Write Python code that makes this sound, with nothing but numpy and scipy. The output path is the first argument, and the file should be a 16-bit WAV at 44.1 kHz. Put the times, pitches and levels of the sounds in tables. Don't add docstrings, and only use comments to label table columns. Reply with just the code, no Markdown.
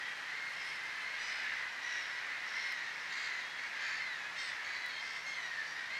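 import sys
import numpy as np
from scipy import signal
from scipy.fft import rfft, irfft, next_fast_len
from scipy.io import wavfile
from scipy.ndimage import uniform_filter1d

SR = 44100
rng = np.random.default_rng(int(sys.argv[2]) if len(sys.argv) > 2 else 0)


def store_wav(level_fs):
    pcm = np.round(np.clip(np.atleast_2d(level_fs), -1, 1) * 32767)
    wavfile.write(sys.argv[1], SR, pcm.T.astype(np.int16))


N = 264379
TIME = np.arange(N) / SR


# start in seconds, length in seconds, top pitch in Hz, climb and drop as shares of that pitch,
# throat level in dB, rasp from 0 to 1, brightness in dB per octave, lower beak resonance in Hz and its
# level in dB, upper beak resonance in Hz and its level in dB.
GULL_CRIES = [ (-.06, 0.21, 960, .05, 0.026, -48, 0.7, -22, 3800, -70, 5600, -75),
              (.27, 0.28, 1069, 0.068, 0.028, -46.5, 0.37, -32, 4300, -61, 6500, -75),
              (.52, .29, 1076, .04, 0.049, -49, 0.68, -11, 2950, -53.5, 5400, -60.5),
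              (.58, 0.15, 1012, 0.038, 0.011, -64, 0.19, -26, 4050, -64, 5000, -57),
              (.78, 0.23, 1036, 0.034, 0.053, -50, 0.79, -24, 3670, -67, 5000, -67),
              (0.989, .21, 1088, 0.094, 0.016, -47, 0.26, -24, 4400, -58, 5300, -69),
              (1.12, 0.49, 1174, 0.057, 0.053, -55, 0.96, -20, 2700, -50.5, 3840, -57.5),
              (1.18, 0.17, 996, 0.031, 0.013, -51, .15, -3, 4860, -55, 5630, -56),
              (1.26, .21, 1022, 0.018, 0.082, -49.5, .75, -5, 4060, -73, 5050, -57),
              (1.39, 0.26, 1060, 0.016, 0.091, -46.5, 0.83, -38, 4100, -76, 5300, -64),
              (1.815, 0.23, 973, .035, 0.059, -45.5, 0.48, -18, 3930, -57, 5830, -56.5),
              (1.85, 0.23, 1078, 0.029, 0.034, -54, .9, -10, 3000, -63, 5340, -59),
              (2, 0.22, 1087, 0.0083, 0.054, -53, 0.63, -23, 3800, -61, 5250, -61),
              (2.05, 0.23, 977, 0.012, 0.031, -48.5, 0.29, -32, 3800, -62, 5200, -77),
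              (2.27, 0.24, 1012, 0.026, 0.029, -47.5, 0.8, -24, 4000, -67, 5200, -71),
              (2.52, 0.24, 1070, 0.077, 0.05, -44.5, 0.45, -38, 4070, -54, 5100, -57),
              (2.45, 0.29, 1108, 0.043, 0.034, -52, 0.69, -24, 3900, -60, 5560, -56.5),
              (2.74, .2, 963, 0.0089, 0.072, -46, 0.32, -33, 4000, -59.5, 6100, -65),
              (2.92, 0.21, 1029, 0.026, 0.017, -56, .7, -16, 4230, -69, 5500, -61.5),
              (3.085, 0.23, 1082, .04, 0.017, -47.5, 0.66, -19, 4030, -53, 7200, -65),
              (3.11, .2, 940, 0.044, 0.047, -51, 1, -9, 4750, -54, 6300, -61.5),
              (3.28, 0.21, 1035, 0.012, 0.16, -46.5, 0.29, -32, 4300, -56.5, 6550, -65.5),
              (3.57, .13, 1097, .046, 0.023, -47, 0.72, -11, 4430, -57, 6160, -74),
              (3.75, .3, 1052, 0.056, 0.043, -48.5, .3, -22, 2940, -57, 5200, -60),
              (3.79, 0.24, 1152, .04, 0.037, -56, 0.72, -24, 4400, -53.5, 6820, -63.5),
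              (3.78, 0.22, 929, .04, 0.029, -49.5, 0.7, -24, 3760, -60, 6400, -65),
              (3.99, .2, 1060, 0.0039, 0.17, -43.5, 0.18, -42, 4060, -54.5, 6700, -74),
              (4.15, 0.16, 866, 0.0048, 0.062, -48, .15, -34, 3770, -65, 6500, -71),
              (4.35, 0.18, 1065, 0.0083, .13, -45.5, 0.22, -3, 5450, -57, 8600, -68.5),
              (4.37, .14, 1138, .01, 0.12, -55, 0.33, -11, 4600, -54.5, 5670, -60),
              (4.35, 0.22, 932, 0.026, 0.12, -51, .3, -14, 2900, -58, 3680, -57.5),
              (4.49, 0.099, 990, 0.024, 0.024, -45.5, 0.95, -32, 4000, -74, 5500, -63),
              (4.63, 0.2, 1118, 0.037, 0.034, -49, 0.66, -20, 4500, -55, 6450, -65),
              (4.68, 0.26, 1010, 0.0055, .06, -45.3, 0.43, -37, 2900, -60, 4130, -54.5),
              (4.88, .15, 1087, 0.0072, 0.052, -48, .45, -18, 4100, -51.5, 6400, -68),
              (4.99, 0.22, 1056, .03, 0.032, -45.5, 0.56, -9, 4750, -55.5, 5400, -58.5),
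              (5.12, 0.25, 1087, 0.018, 0.041, -51, 0.63, -15, 2690, -58, 5540, -62),
              (5.25, 0.25, 1069, 0.0077, .14, -45, .15, -9.5, 4470, -53, 6050, -60.5),
              (5.42, 0.24, 938, 0.0041, 0.082, -44.5, 0.15, -43, 4280, -61.5, 5250, -69),
              (5.53, 0.17, 866, 0.0047, .08, -50, 0.25, -36, 4300, -63, 5200, -77),
              (5.65, 0.11, 937, 0.037, .014, -55, 0.61, -23, 4700, -57, 5670, -58),
              (5.74, 0.15, 936, 0.026, 0.044, -47.5, 0.89, -28, 3760, -60, 5050, -61),
              (5.89, 0.17, 1084, 0.087, 0.021, -43.5, 0.4, -13, 4400, -53, 7340, -78), ]

def near_gulls():
    out = np.zeros(N)
    for start, *shape in GULL_CRIES:
        add(out, start, cry(*shape))
    return out


def cry(length, top_hz, climb, drop, db, rasp, bright_db, lower_hz, lower_db, upper_hz, upper_db):
    t, hz, swell = arch(length, top_hz, climb, drop)
    drive = syrinx(t, hz, rasp)
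    opening = (hz / top_hz) ** .8
    lower = amp(lower_db) * unit(beak(drive, lower_hz * opening))
    upper = amp(upper_db) * unit(beak(drive, upper_hz * opening))
    return swell * (amp(db) * throat(drive, bright_db) + lower + upper)


def arch(length, top_hz, climb, drop, attack_s=.02, release_s=.042):
    t = np.arange(int(length * SR)) / SR
    climb, drop = np.maximum([climb, drop], 1e-3)
    crest = np.sqrt(climb) / (np.sqrt(climb) + np.sqrt(drop))
    before = np.maximum(1 - t / length / crest, 0)
    after = np.maximum((t / length - crest) / (1 - crest), 0)
    hz = top_hz * (1 - climb * before ** 1.7 - drop * after ** 1.5)
    ramp = np.minimum(t / attack_s, (length - t) / release_s)
    return t, hz, np.sin(np.pi / 2 * np.minimum(ramp, 1)) ** 2


VOICE_BREAK = [(.1, .1), (.2, .5), (1, .65)]

def syrinx(t, hz, rasp, harmonics=11, flutter_hz=68.25, flutter_db=7.5):
    flutter_turns = np.cumsum(flutter_hz * (1 + .06 * wander(t, 40))) / SR
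    flutter = np.sin(2 * np.pi * (flutter_turns + rng.random()))
    hz = hz * (1 + .005 * wander(t, 70) + rasp * (.03 * flutter + .028 * wander(t, 900)))
    turns = np.cumsum(hz) / SR + 2 * rng.random()
    offset = turns % 1 - .5
    pulses = np.sinc((2 * harmonics + 1) * offset) / np.sinc(offset)
    doubling = np.interp(rasp, *np.transpose(VOICE_BREAK))
    pulses *= 1 + doubling * (np.sin(np.pi * turns) + .5 * wander(t, 1000))
    puffs = np.cos(np.pi * offset) * rng.standard_normal(len(t))
    shake = amp(flutter_db * rasp * flutter + 1.6 * wander(t, 45))
    return (unit(pulses) + .5 * rasp * unit(puffs)) * shake


# frequency in Hz, gain in dB.
THROAT_COLOUR = [(450, -50), (1000, -24.5), (1450, -15), (1750, 0.5), (2100, -1.5), (2600, -7.5),
                 (3200, -10), (3900, -7), (4600, -14), (5400, -17), (6200, -12), (7000, -24), (8200, -12),
                 (9000, -25), (11000, -52)]

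def throat(drive, bright_db):
    def gain_db(hz):
        octaves_above = np.log2(np.maximum(hz / 2200, 1))
        return read(THROAT_COLOUR, hz) + bright_db * octaves_above - 40 * (hz < 300)
    return unit(coloured(drive, gain_db, lag=1.5e-7))


def beak(drive, hz, width_hz=750):
    carrier = np.exp(2j * np.pi * np.cumsum(hz) / SR)
    pole = np.exp(-np.pi * width_hz / SR)
    ringing = signal.lfilter([(1 - pole) ** 2], [1, -2 * pole, pole * pole], drive / carrier)
    return 2 * (carrier * ringing).real


# start in seconds, length in seconds, top pitch in Hz, level in dB.
PIPING_NOTES = [(.01, .15, 3260, -56.5), (0.158, .14, 3220, -62), (3.418, 0.21, 3360, -57.5),
                (4.805, 0.15, 3380, -60), (4.91, .13, 3200, -54.5), (5.08, 0.15, 3390, -62),
                (5.297, 0.11, 3370, -58)]

def piping_bird():
    out = np.zeros(N)
    for start, length, top_hz, db in PIPING_NOTES:
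        t, hz, swell = arch(length, top_hz, climb=.0448, drop=.0436)
        turns = np.cumsum(hz * (1 + .0025 * wander(t, 298))) / SR
        add(out, start, amp(db) * swell * unit(np.sin(2 * np.pi * turns)))
    return out


# frequency in Hz, gain in dB.
LAKE_PATH = [(500, 14), (1000, 10), (1350, 17), (1700, 7), (2100, 5.5), (2600, 4), (4000, -4), (6000, -7.5),
             (7200, -17), (9000, -40)]

def far_colony(near, count=420, island_count=5, mean_hz=920, spread=.19, glide=.16, level_db=-43.5):
    islands = np.zeros((island_count, N))
    for k, (when, long, high, faint, harsh, rising) in enumerate(rng.random((count, 6))):
        top_hz = mean_hz * (1 + spread * (2 * high - 1))
        t, hz, swell = arch(.18 + .2 * long, top_hz, glide * rising, glide * (1 - rising))
        voice = throat(syrinx(t, hz, rasp=.438 + .5 * harsh), bright_db=0)
        start = (k + when) / count * (N / SR + .3) - .3
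        add(islands[k % island_count], start, amp(-8 * faint) * swell * voice)
    blurred = sum(shore(island, wet_db=-.5) for island in islands)
    dulled = coloured(blurred, lambda f: read(LAKE_PATH, f))
    return amp(level_db) * unit(dulled * amp(clamour_db(near)))


# time in seconds, relative level in dB.
COLONY_DRIFT = [(0, 3), (.2, 2), (.38, 2.5), (.55, 2), (1.1, 3.5), (1.5, 4.5), (1.76, 3.7), (2.05, 5),
                (2.27, 3), (2.65, 3.5), (2.88, 4.5), (3, 2.5), (3.3, 4.5), (3.52, 1), (3.7, 3), (3.87, 6.5),
                (4.1, 1.5), (4.3, 2.5), (4.45, 0.5), (4.6, 3), (4.75, 2.5), (5.2, -0.5), (5.4, 1.5),
                (5.7, 0), (6, 1.2)]

def clamour_db(near, join_in=.059, average_s=.078):
    near_power = uniform_filter1d(unit(near) ** 2, int(average_s * SR))
    return np.interp(TIME, *np.transpose(COLONY_DRIFT)) + join_in * 10 * np.log10(near_power + .088)


# frequency in Hz, time to fall 60 dB in seconds.
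SHORE_DECAY = [(500, 1), (2000, 0.42), (5000, 0.59), (10000, 0.17)]

def shore(x, wet_db, echoes_per_s=2000):
    t = np.arange(SR) / SR
    echoes = rng.choice([-1., 1.], SR) * (rng.random(SR) < echoes_per_s / SR) * (t > .004)
    hz, age, spectrum = signal.stft(echoes, SR, nperseg=256)
    decay = amp(-60 * age / read(SHORE_DECAY, hz)[:, None])
    tail = signal.istft(spectrum * decay, SR, nperseg=256)[1]
    tail /= np.linalg.norm(tail)
    return x + amp(wet_db) * signal.fftconvolve(x, tail)[:N]


# time in seconds, peak level in dB.
HANDLING_CLICKS = [(.836, -44), (1.444, -42), (2.064, -56), (2.565, -50), (2.6893, -52), (2.724, -35),
                   (3.222, -52), (3.886, -44), (4.863, -34), (4.8858, -39), (5.045, -50)]
# frequency in Hz, gain in dB.
SNAP_COLOUR = [(300, -42), (2000, 3), (5000, 5), (10000, 8), (15000, 3)]

def handling():
    out = np.zeros(N)
    snap = coloured(signal.unit_impulse(1024, "mid"), lambda f: read(SNAP_COLOUR, f))
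    for time, db in HANDLING_CLICKS:
        add(out, time - len(snap) / 2 / SR, amp(db) * snap / abs(snap).max())
    return out


# time in seconds, level in dB.
RUSTLE_LEVEL = [(0, -74), (.4, -79), (.5, -70), (.62, -72), (.8, -71), (1.05, -76), (1.4, -84), (1.65, -80),
                (1.95, -75), (2.3, -84), (2.68, -72), (2.9, -102), (6, -107)]
# frequency in Hz, gain in dB.
GRASS_COLOUR = [(1500, -35), (5000, -19), (8500, 7), (11000, -2), (15000, -23)]

def grass(ticks_per_s=1200, spread_db=3.5, clump_db=3.5):
    sizes = amp(spread_db * np.minimum(rng.exponential(size=N), 4) + clump_db * wander(TIME, 21))
    ticks = sizes * rng.choice([-1., 1.], N) * (rng.random(N) < ticks_per_s / SR)
    rustle = unit(coloured(ticks, lambda f: read(GRASS_COLOUR, f)))
    return amp(np.interp(TIME, *np.transpose(RUSTLE_LEVEL))) * rustle


def camera_whine(level_db=-80, tones_hz=(11215, 11405), pairs_per_s=29.97):
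    cycle_s = ((TIME * pairs_per_s + .54) % 1 - .5) / pairs_per_s
    bursts = .3 + np.exp(-((abs(cycle_s) - .005) / .003) ** 2)
    low, high = (np.sin(2 * np.pi * np.cumsum(hz + 28 * wander(TIME, 150)) / SR) for hz in tones_hz)
    return amp(level_db) * unit((low + .36 * high) * bursts)


# frequency in Hz, gain in dB.
AIR_COLOUR = [(15, -23), (30, -25), (70, -15.5), (140, -12), (400, -9.5), (700, -4), (1000, 0.5),
              (2000, -3), (3200, -8), (4500, -6), (6300, -13.5), (8000, -21), (10000, -29), (15500, -38)]

def lakeside_air(wash_db=-50.5, drone_db=-80.5, drone_hz=155):
    wash = unit(coloured(rng.standard_normal(N), lambda f: read(AIR_COLOUR, f)))
    drone = np.sin(2 * np.pi * np.cumsum(drone_hz + 2 * wander(TIME, 25.5)) / SR)
    drone *= 1 + .89 * wander(TIME, 2.08)
    return amp(wash_db) * wash + amp(drone_db) * drone


def amp(db):
    return 10 ** (np.asarray(db) / 20)


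def unit(x):
    return x / np.sqrt(np.mean(x ** 2) + 1e-20)


def read(points, hz):
    f, value = np.transpose(points)
    return np.interp(np.log(hz + 1), np.log(f + 1), value)


def coloured(x, db_at, lag=0):
    size = next_fast_len(len(x))
    hz = np.fft.rfftfreq(size, 1 / SR)
    response = amp(db_at(hz)) * np.exp(-1j * np.pi * lag * hz ** 2)
    return irfft(rfft(x, size) * response, size)[:len(x)]


def wander(t, per_s):
    knots = rng.standard_normal(size=2048)
    return np.interp(t * per_s, np.arange(len(knots)), knots)


def add(mix, start_s, sound):
    start = round(start_s * SR)
    sound = sound[max(-start, 0):]
    part = mix[max(start, 0):][:len(sound)]
    part += sound[:len(part)]


def scene():
    near = shore(near_gulls() + piping_bird(), wet_db=-9.5)
    bank = lakeside_air() + camera_whine() + handling() + grass()
    return (near + far_colony(near) + bank)[None]


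def record(dry, edge_hz=15730):
    lowpass = signal.firwin(767, edge_hz, window=("kaiser", 9), fs=SR)
    return signal.oaconvolve(dry, lowpass[None], "same")


dry = scene()
out = record(dry)
store_wav(out)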